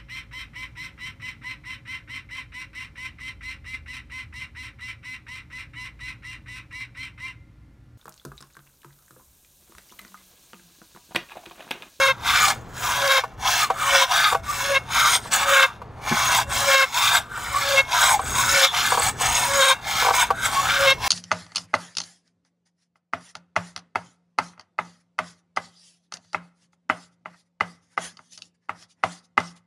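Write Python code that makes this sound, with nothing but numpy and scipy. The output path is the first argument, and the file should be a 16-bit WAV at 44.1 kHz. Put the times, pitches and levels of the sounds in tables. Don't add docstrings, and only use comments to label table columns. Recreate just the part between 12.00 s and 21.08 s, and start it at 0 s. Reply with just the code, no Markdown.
import sys
import numpy as np
from scipy import signal
from scipy.fft import rfft, irfft, next_fast_len
from scipy.io import wavfile
from scipy.ndimage import map_coordinates

SR = 44100
rng = np.random.default_rng(int(sys.argv[2]) if len(sys.argv) > 2 else 0)


def pcm_store(signal):
    levels = np.round(np.clip(np.atleast_2d(signal), -1, 1) * 32767)
    wavfile.write(sys.argv[1], SR, levels.astype(np.int16).T)


def decibels_to_gain(level_db):
    exponent = np.asarray(level_db, float) / 20
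    return 10 ** exponent


N = 400428

# [t/s, level/dB]
BACKGROUND_LEVEL = [(0, -39), (1, -39), (1.7, -43), (3, -41.5), (4.6, -39), (5.1, -43.5), (5.6, -41.5),
                    (6, -44.5), (6.3, -34.5), (7.4, -37.5), (8.1, -40.5), (8.6, -38.5), (9.08, -38)]
# [f/Hz, density/dB]
FAR_SPECTRUM = [(12, -71), (20, -16.5), (123, -12), (277, -18.5), (377, -21.5), (422, -18), (472, -21),
                (1060, -22), (16000, -76)]
# [t/s, depth/dB]
DUCKS = [(.06, 8), (1.14, 19), (2.03, 10), (3.6, 15), (4.77, 19), (6.63, 22), (7.68, 16)]
# [start t/s, length/s, rasp level at start/dB, at end/dB, top tooth rate f/Hz]
PULLS = [(-.3, .4, -26, -31, 1402), (.86, .32, -30, -24, 1520), (1.82, 0.21, -33, -21.5, 1402),
         (2.51, .25, -34.5, -31, 1500), (3.32, 0.32, -32, -24, 1566), (4.52, 0.31, -28.5, -25.5, 1520),
         (5.38, 0.411, -41, -25, 1500), (6.28, 0.37, -36.5, -19.5, 1500), (7.215, 0.5, -29.5, -24, 1199),
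         (8.43, 0.48, -35.5, -28, 1500)]
PUSHES = [(.275, 0.23, -25, -25.5, 1449), (1.46, 0.18, -25.5, -25, 1500), (2.12, .21, -25.5, -30, 1500),
          (2.95, 0.21, -23.5, -25, 1348), (4.08, 0.34, -29.5, -24, 1290), (4.96, 0.22, -24, -27.5, 1293),
          (5.93, 0.2103, -27, -24, 1300), (6.77, 0.32, -27.5, -28, 1441), (7.88, 0.35, -30, -22.5, 1300),
          (9.04, 0.24, -29.5, 2, 1432)]
PULL_SPEED = [(-.15, 1), (.35, 0.68), (.7, 1.0), (1.1, .74)]
PUSH_SPEED = [(-.15, 0.6), (.35, 0.99), (.7, .84), (1.1, .62)]
# [t/s, level/dB, half width/s]
JOLTS = [(.01, 2, .03), (1.0, -3, 0.075), (2.75, 3, .02), (3.335, 9.5, 0.031), (3.46, -6.5, 0.024),
         (5.158, 4.5, 0.017), (5.5, -4.5, 0.026), (6.03, 2.5, 0.041), (6.4, 5, 0.024), (6.78, 3, .02),
         (6.98, -4.5, 0.054), (7.216, 4.5, .02), (7.386, -0.5, 0.085), (7.483, -5.5, 0.066),
         (8.125, -13, 0.047), (8.204, 0, 0.022), (8.461, 12, 0.021), (8.56, 1.5, 0.022),
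         (1.364, -12, .03), (2.42, -13, 0.012), (2.495, 2, 0.033), (0.787, 5, 0.043), (1.46, -3, 0.029),
         (4.89, 4.5, 0.019), (8.9, 4, 0.016), (7.86, 1.5, 0.042), (3.3, -20, 0.016), (4.465, -18, 0.037),
         (7.16, -13, 0.041), (8.28, 1, 0.012), (6.73, 5.5, 0.023), (8.15, 9, 0.022)]
# [t/s, f/Hz, level over tooth tone/dB, half width/s, glide: 1 rising, -1 falling]
SQUEAKS = [(.43, 1182, 9.5, .04, -0.97), (.89, 1162, 9.3, .06, 1), (1.64, 1211, 10.8, 0.032, -1.08),
           (1.87, 1098, 11, 0.031, 0.99), (2.26, 1233, 19, .03, -1.1), (2.497, 1124, 23.3, 0.03986, 1),
           (3.04, 1195, 12, .06, -1.014), (3.14, 1002, 8.3, 0.027, -1.05), (3.49, 1242, 7, 0.033, 0.78),
           (4.24, 1189, 10, 0.048, 1), (4.62, 1197, 10, 0.028, 1), (5.0, 1055, 10.1, 0.049, 1),
           (5.55, 1150, 26.7, .035, 1), (6.11, 980, 9.7, .025, -0.88), (6.155, 790, 17, .025, -1.2),
           (6.385, 1069, 20, .035, 0.94), (7.27, 902, 7.1, 0.043, 0.98), (8.18, 1013, 9, 0.039, -0.93),
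           (8.585, 1120, 20, .04, 0.74)]
# [f/Hz, width/Hz, level/dB]
SHELL_LOW = [(743, 135, -2), (1000, 122, -2), (1138, 190, -2), (1290, 208, -1), (1520, 177, 2),
             (1880, 670, -10)]
# [f/Hz, width/Hz, level/dB]
SHELL_SKIN = [(2150, 140, -2.5), (2372, 120, -5), (2704, 276, -10.5), (3076, 126, -8.5), (3400, 278, -5.5),
              (3814, 202, -5.5), (4075, 330, -13), (4940, 530, -13.5), (5250, 280, -10.5), (5960, 340, -14)]
# [f/Hz, density/dB]
BLADE_HISS = [(5000, -31), (6500, 5.5), (8000, -4), (10000, -4.5), (11800, -10.5), (13000, -6),
              (14500, -7.5), (15700, -2.5)]
# [f/Hz, width/Hz, level/dB]
BLADE_RINGS = [
    [(6570, 230, 0)],
    [(7755, 150, 0), (9850, 90, -12)],
    [(8630, 68, -1.5), (11230, 45, -8)],
]
# [level cut at the far end/dB, level cut by the handle/dB]
BLADE_ENDS = [(-12.5, -8), (-11.5, -12.5), (-31, -11), (-24.5, -9)]
# [t/s, level of lower, middle, upper ring/dB]
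TENSION = [(0, 4, 2, .1), (1.2, 3, -12.5, -16), (2.1, -11, -7, 0), (2.5, 0, -7, -6), (3.3, -13, 7, 3),
           (4.5, 1, -1, -3), (5.5, -8.5, 8, 2.5), (6.3, 8, 11, 2.5), (6.9, 4, 8, 9.5), (7.3, 8.5, 10.5, 2),
           (7.6, 4.5, 13, 13), (8.0, -11, -4, -3), (8.4, 8, 8.5, 0.5), (9.08, -13, -11, -6)]
# [f/Hz, width/Hz, level/dB]
FRAME = [(2172, 8.1, -1.2), (2740, 6.5, -1.5), (3450, 14, -11)]
# [lock t/s, fundamental level/dB, low, middle, high overtones level/dB]
CHATTER = [(-.02, -22, -28.5, -25.5, -34.5), (1.06, -25, -28.5, -31, -33.5), (1.955, -24.5, -36, -36, -33),
           (2.72, -24, -28.5, -23, -35), (3.53, -23, -27, -28.5, -44), (4.69, -23, -26, -28.5, -35.5),
           (5.74, -22, -31, -22.5, -35), (6.59, -24.5, -35, -53, -34), (7.57, -22, -26.5, -37.5, -30.5),
           (8.84, -21, -28.5, -24, -31)]
# [multiple of the fundamental, level/dB]
OVERTONES = [
    [(2, -0.5), (3, -1)],
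    [(4, 1), (5, -3)],
    [(6, -0.5), (7, 3.5), (8, -6), (9, -21), (10, -14), (12, -17)],
]
# [t/s, peak level/dB]
KNOCKS = [(0.69, -76), (1.181, -10.5), (1.237, -10.5), (1.701, -3), (2.324, -4.5), (2.347, -3.5),
          (2.442, -43), (3.155, -14), (3.255, -21.5), (3.318, -26), (3.817, -21.5), (4.112, -16),
          (5.129, -19), (5.374, -22), (6.193, -9), (6.234, -28), (6.92, -2.5), (6.945, -8), (6.974, -4.5),
          (6.997, -10), (7.21, -16), (8.023, -8.5), (8.047, -6), (8.066, -4.5), (8.085, -2.5), (8.105, -3),
          (8.138, -9), (8.304, -1.5)]
# [f/Hz, level/dB, t60/s]
KNOCK_MODES = [(494, -5, 0.044), (663, -19, 0.18), (781, -7.5, 0.092), (980, 5, 0.023), (1122, -2, 0.044),
               (1300, -16, .05), (1520, -15.5, 0.078)]
# [t/s, peak level/dB, f/Hz, t60/s]
THUMP = [
    (4.112, -10, 227, 0.084),
]
# [f/Hz, side over mid level/dB]
SIDE_SPECTRUM = [(60, -58), (150, -20), (380, -5), (950, -13.5), (2380, -9.5), (5980, -13), (15000, -14)]

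SWELL_S, LINGER_S = 0.13, 0.018


def unit(x):
    return x / np.sqrt(np.mean(x ** 2) + 1e-20)


def along(points, hz):
    f, v = np.transpose(points)
    return np.interp(np.log(hz + 1), np.log(f + 1), v)


def curves(rows):
    s, *cols = np.transpose(rows)
    return [np.interp(np.arange(N) / SR, s, c) for c in cols]


def wobble(rate):
    knots = rng.standard_normal(int(N * rate / SR) + 4)
    return map_coordinates(knots, [np.arange(N) * rate / SR])


def filtered(x, response):
    m = next_fast_len(len(x) + SR // 4)
    return irfft(rfft(x, m) * response(np.fft.rfftfreq(m, 1 / SR)), m)[:len(x)]


def modes(table):
    def response(f):
        return sum((-1) ** k * decibels_to_gain(db) * 1j * f * w / (c * c - f * f + 1j * f * w)
                   for k, (c, w, db) in enumerate(table))
    return response


def above(hz):
    return lambda f: (1j * f / hz) ** 2 / (1 + 1.4j * f / hz - (f / hz) ** 2)


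def background():
    air_db, = curves(BACKGROUND_LEVEL)
    t = np.arange(N) / SR
    for s, depth_db in DUCKS:
        fall, recovery = ((s - t) / 0.055) ** 2, (t - s) / 0.11
        air_db = air_db - depth_db * np.exp(-np.where(t < s, fall, recovery))
    rush = filtered(rng.standard_normal(N), lambda f: decibels_to_gain(along(FAR_SPECTRUM, f)))
    hum_hz = 119.5 * (1 + 0.0099 * wobble(8))
    hum = np.sin(2 * np.pi * np.cumsum(hum_hz) / SR) * decibels_to_gain(-7.5 + 2.5 * wobble(10))
    wind = filtered(rng.standard_normal(N), lambda f: (f / 55) ** 2 / (1 + (f / 75) ** 5))
    gusts = unit(wind) * decibels_to_gain(-8 + 3.5 * wobble(9.3))
    return decibels_to_gain(air_db) * (decibels_to_gain(-4.0) * unit(rush) + hum + gusts)


def strokes():
    t = np.arange(0, N / SR + .01, .002)
    arch_db, fall = 2, 540
    creep_db, creep_fall = -24, 96
    power, rate, place = np.zeros(len(t)), [], []
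    for rows, speed, rise, first in [(PULLS, PULL_SPEED, 196, 1), (PUSHES, PUSH_SPEED, 378, 0)]:
        for s, length, start_db, end_db, hz in rows:
            u = np.clip((t - s) / length, 0, 1)
            early, late = np.maximum(s - t, 0), np.maximum(t - s - length, 0)
            edge = decibels_to_gain(-rise * early - fall * late) + decibels_to_gain(creep_db - creep_fall * (early + late))
            pressure_db = start_db + (end_db - start_db) * u + arch_db * np.sin(np.pi * u)
            power += (edge * decibels_to_gain(pressure_db)) ** 2
            rate += [(s + share * length, part * hz) for share, part in speed]
            place += [(s, first), (s + length, 1 - first)]
    jolts_db = sum(db * np.exp(-((t - s) / w) ** 2) for s, db, w in JOLTS)
    rasp_db = 10 * np.log10(power) + jolts_db
    return curves(np.transpose([t, rasp_db])) + curves(sorted(rate)) + curves(sorted(place))


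def locked():
    rows = []
    for (lock, *_), (s, length, *_) in zip(CHATTER, PULLS):
        end = s + length
        rows += [(lock - SWELL_S / 2, 0), (lock, 1), (end, 1), (end + LINGER_S, 0)]
    return curves(rows)[0]


def squeaks(tooth_hz):
    glide = 898
    t, swell_db = np.arange(N) / SR, np.zeros(N)
    for s, hz, db, w, way in SQUEAKS:
        near = np.exp(-((t - s) / w) ** 2)
        tooth_hz = tooth_hz + np.sqrt(near) * (hz + way * glide * (t - s) - tooth_hz)
        swell_db += db * near
    return tooth_hz, swell_db


def grit(scatter_db):
    return rng.standard_normal(N) * decibels_to_gain(scatter_db * wobble(400) + 1.11 * wobble(60) + 0.77 * wobble(20))


def ridge(x, centre_hz):
    gain_db, octaves = 1, 0.87
    hz, t, z = signal.stft(x, SR, nperseg=512)
    centre = centre_hz[np.minimum((t * SR).astype(int), N - 1)]
    away = np.log2((hz[:, None] + 1) / centre) / octaves
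    z = z * decibels_to_gain(gain_db * np.exp(-away ** 2))
    return signal.istft(z, SR, nperseg=512)[1][:N]


def sheet(x, t60):
    t = np.arange(SR // 6) / SR
    shares = np.array([wobble(5) for _ in range(6)])
    shares /= np.linalg.norm(shares, axis=0)
    tails = rng.standard_normal((6, len(t))) * decibels_to_gain(-60 * t / t60)
    return sum(signal.fftconvolve(x * share, tail / np.linalg.norm(tail))[:N]
               for share, tail in zip(shares, tails))


def shell_sound(turn, tooth_hz, tooth_db, low_db, rasp_db):
    blur = np.sin(turn + 2.04 * wobble(500)) * decibels_to_gain(3.37 * wobble(200))
    tone = unit(np.sin(turn) * decibels_to_gain(5.0 * wobble(60)))
    bite = decibels_to_gain(tooth_db - 10.5) * tone + decibels_to_gain(-4.0) * unit(blur) + grit(scatter_db=3.5) * 1.65
    low = filtered(filtered(ridge(bite, tooth_hz), modes(SHELL_LOW)), above(hz=636))
    low = decibels_to_gain(low_db - 0.1) * unit(low)
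    high = filtered(grit(scatter_db=2.5) * (1 + 0.18 * np.sin(turn)), modes(SHELL_SKIN))
    scrape = filtered(grit(scatter_db=5.0), modes([(2870, 2600, 0)]))
    high = unit(high) + decibels_to_gain(-7.0) * unit(scrape)
    return decibels_to_gain(rasp_db) * (low + unit(filtered(high, above(hz=1500))))


def blade_sound(place):
    hiss_db, *rings_db = [far_db + (near_db - far_db) * place for far_db, near_db in BLADE_ENDS]
    rings_db = np.add(rings_db, curves(TENSION))
    hiss = filtered(grit(scatter_db=2.0), lambda f: decibels_to_gain(along(BLADE_HISS, f)))
    blade = decibels_to_gain(hiss_db + 4.0) * unit(hiss)
    for ring_db, table in zip(rings_db, BLADE_RINGS):
        ring = filtered(filtered(grit(scatter_db=5.5), modes(table)), above(hz=5000))
        blade += decibels_to_gain(ring_db - 2.2 + 1.4 * wobble(25)) * unit(ring)
    return blade


def saw():
    rasp_db, tooth_hz, place = strokes()
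    low_db = 2 - 0.2554 * (rasp_db + 26.5) - 0.5 * locked()
    rasp_db = rasp_db + 0.89 * wobble(35)
    tooth_hz, swell_db = squeaks(tooth_hz)
    tooth_db = -4 + swell_db - 12 * locked()
    uneven_hz = tooth_hz * (1 + 0.02813 * wobble(160) + 0.01967 * wobble(30))
    turn = 2 * np.pi * np.cumsum(uneven_hz) / SR
    shell = shell_sound(turn, tooth_hz, tooth_db, low_db, rasp_db)
    blade = blade_sound(place)
    frame = filtered(decibels_to_gain(rasp_db + 1.5) * grit(scatter_db=9.0), modes(FRAME))
    squeak = decibels_to_gain(rasp_db - 14) * (decibels_to_gain(swell_db) - 1) * np.sin(turn)
    shell = 0.76 * shell + 0.55 * sheet(shell, t60=0.037)
    blade = decibels_to_gain(rasp_db) * (0.75 * blade + 0.69 * sheet(blade, t60=0.027))
    return squeak + frame + shell + blade


def chatter():
    free_hz, lock_hz, slap_hz, sag = 558, 554, 540, 58.4
    hint_s, hint_db, swell_db = 0.24, -25, -26
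    slap_s, before_slap_db = 0.0377, [-6.5, -23, -32]
    settle_db, fade = -3.5, 31
    out, t = np.zeros(N), np.arange(N) / SR
    drift, flutter, shake, *sways = [wobble(rate) for rate in (90.6, 50.1, 120.5, 60, 60.8, 58.9)]
    for (lock, top_db, *slaps_db), (start, length, *_) in zip(CHATTER, PULLS):
        end = start + length + LINGER_S
        after = end - lock - slap_s
        s = [lock - hint_s, lock - SWELL_S, lock, lock + slap_s, end]
        hz = [free_hz, free_hz, lock_hz, slap_hz, slap_hz - sag * after]
        root_db = top_db + np.array([hint_db, swell_db, 0, settle_db, settle_db - fade * after])
        now = slice(max(int(s[0] * SR), 0), int(end * SR) + 400)
        edge = np.clip(np.minimum(t[now] - s[0], end + .009 - t[now]) / .014, 0, 1)
        pitch_hz = np.interp(t[now], s, hz) * (1 + 0.00887 * drift[now])
        turn = 2 * np.pi * np.cumsum(pitch_hz) / SR
        level_db = np.interp(t[now], s, root_db) - 1.3 + 2.47 * flutter[now]
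        buzz = decibels_to_gain(level_db) * np.sin(turn + 0.19 * shake[now])
        shaken = turn + 0.22 * shake[now]
        for slap_db, before_db, sway, family in zip(slaps_db, before_slap_db, sways, OVERTONES):
            sway_db = slap_db + before_db * np.interp(t[now], s, [5.5, 2.5, 1, 0, 0]) + 2.2 * sway[now]
            tones = sum(decibels_to_gain(db) * np.sin(k * shaken + 7 * rng.random()) for k, db in family)
            buzz += decibels_to_gain(sway_db) * tones
        out[now] += edge * 1.635 * buzz
    return out


def knocks():
    out, t = np.zeros(N + SR), np.arange(SR // 5) / SR
    for s, db in KNOCKS:
        ring = np.zeros(len(t))
        for hz, level, t60 in KNOCK_MODES:
            decay = decibels_to_gain(level + rng.normal(0, 2) - 60 * t / t60)
            ring += decay * np.sin(2 * np.pi * hz * rng.normal(1, .015) * t)
        crack = rng.standard_normal(len(t)) * decibels_to_gain(-60 * t / 0.058)
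        crack = filtered(crack, modes([(2300, 1350, 0.0034)]))
        blow = ring / np.abs(ring).max() + decibels_to_gain(-19.5) * crack
        out[round(s * SR):][:len(t)] += decibels_to_gain(db + 5.5) * (1 - np.exp(-t / 0.0015)) * blow
    out = filtered(filtered(out, above(hz=410)), above(hz=400))
    for s, db, hz, t60 in THUMP:
        turn = 2 * np.pi * hz * t
        sway = np.sin(turn) + 0.39 * np.sin(1.6 * turn) + 0.71 * np.sin(0.71 * turn)
        out[round(s * SR):][:len(t)] += decibels_to_gain(db - 60 * t / t60) * (1 - np.exp(-t / 0.0093)) * sway
    return out[:N]


def shriek():
    s, half_width_s, hz, width_hz, peak_db = 6.65, .05, 3430, 16, -14
    burst = grit(scatter_db=3.5) * np.exp(-((np.arange(N) / SR - s) / half_width_s) ** 2)
    ring = filtered(burst, modes([(hz, width_hz, 0), (1.08 * hz, 5 * width_hz, -9)]))
    return decibels_to_gain(peak_db) * ring / np.abs(ring).max()


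def scene():
    buzz = chatter()
    frame_buzz = decibels_to_gain(-8.5) * filtered(buzz, modes(FRAME))
    mid = saw() + buzz + frame_buzz + knocks() + background() + shriek()
    turned = np.imag(signal.hilbert(mid, next_fast_len(N))[:N])
    side = filtered(0.8 * turned + 0.59 * saw(), lambda f: decibels_to_gain(along(SIDE_SPECTRUM, f)))
    side = side + decibels_to_gain(-15.5) * background()
    return np.array([mid * decibels_to_gain(2.0) + side, mid * decibels_to_gain(1.27) - side])


def roll_off(x):
    return signal.sosfilt(signal.butter(12, 16430, fs=SR, output="sos"), x)


def record(dry):
    top_hz = 15780
    held = dry / (1 + np.abs(dry / .62) ** 5) ** (1 / 5)
    kept = np.array([filtered(ch, lambda f: np.clip((top_hz - f) / 150, .003, 1)) for ch in held])
    return roll_off(kept)


dry = scene()
out = record(dry)
pcm_store(out)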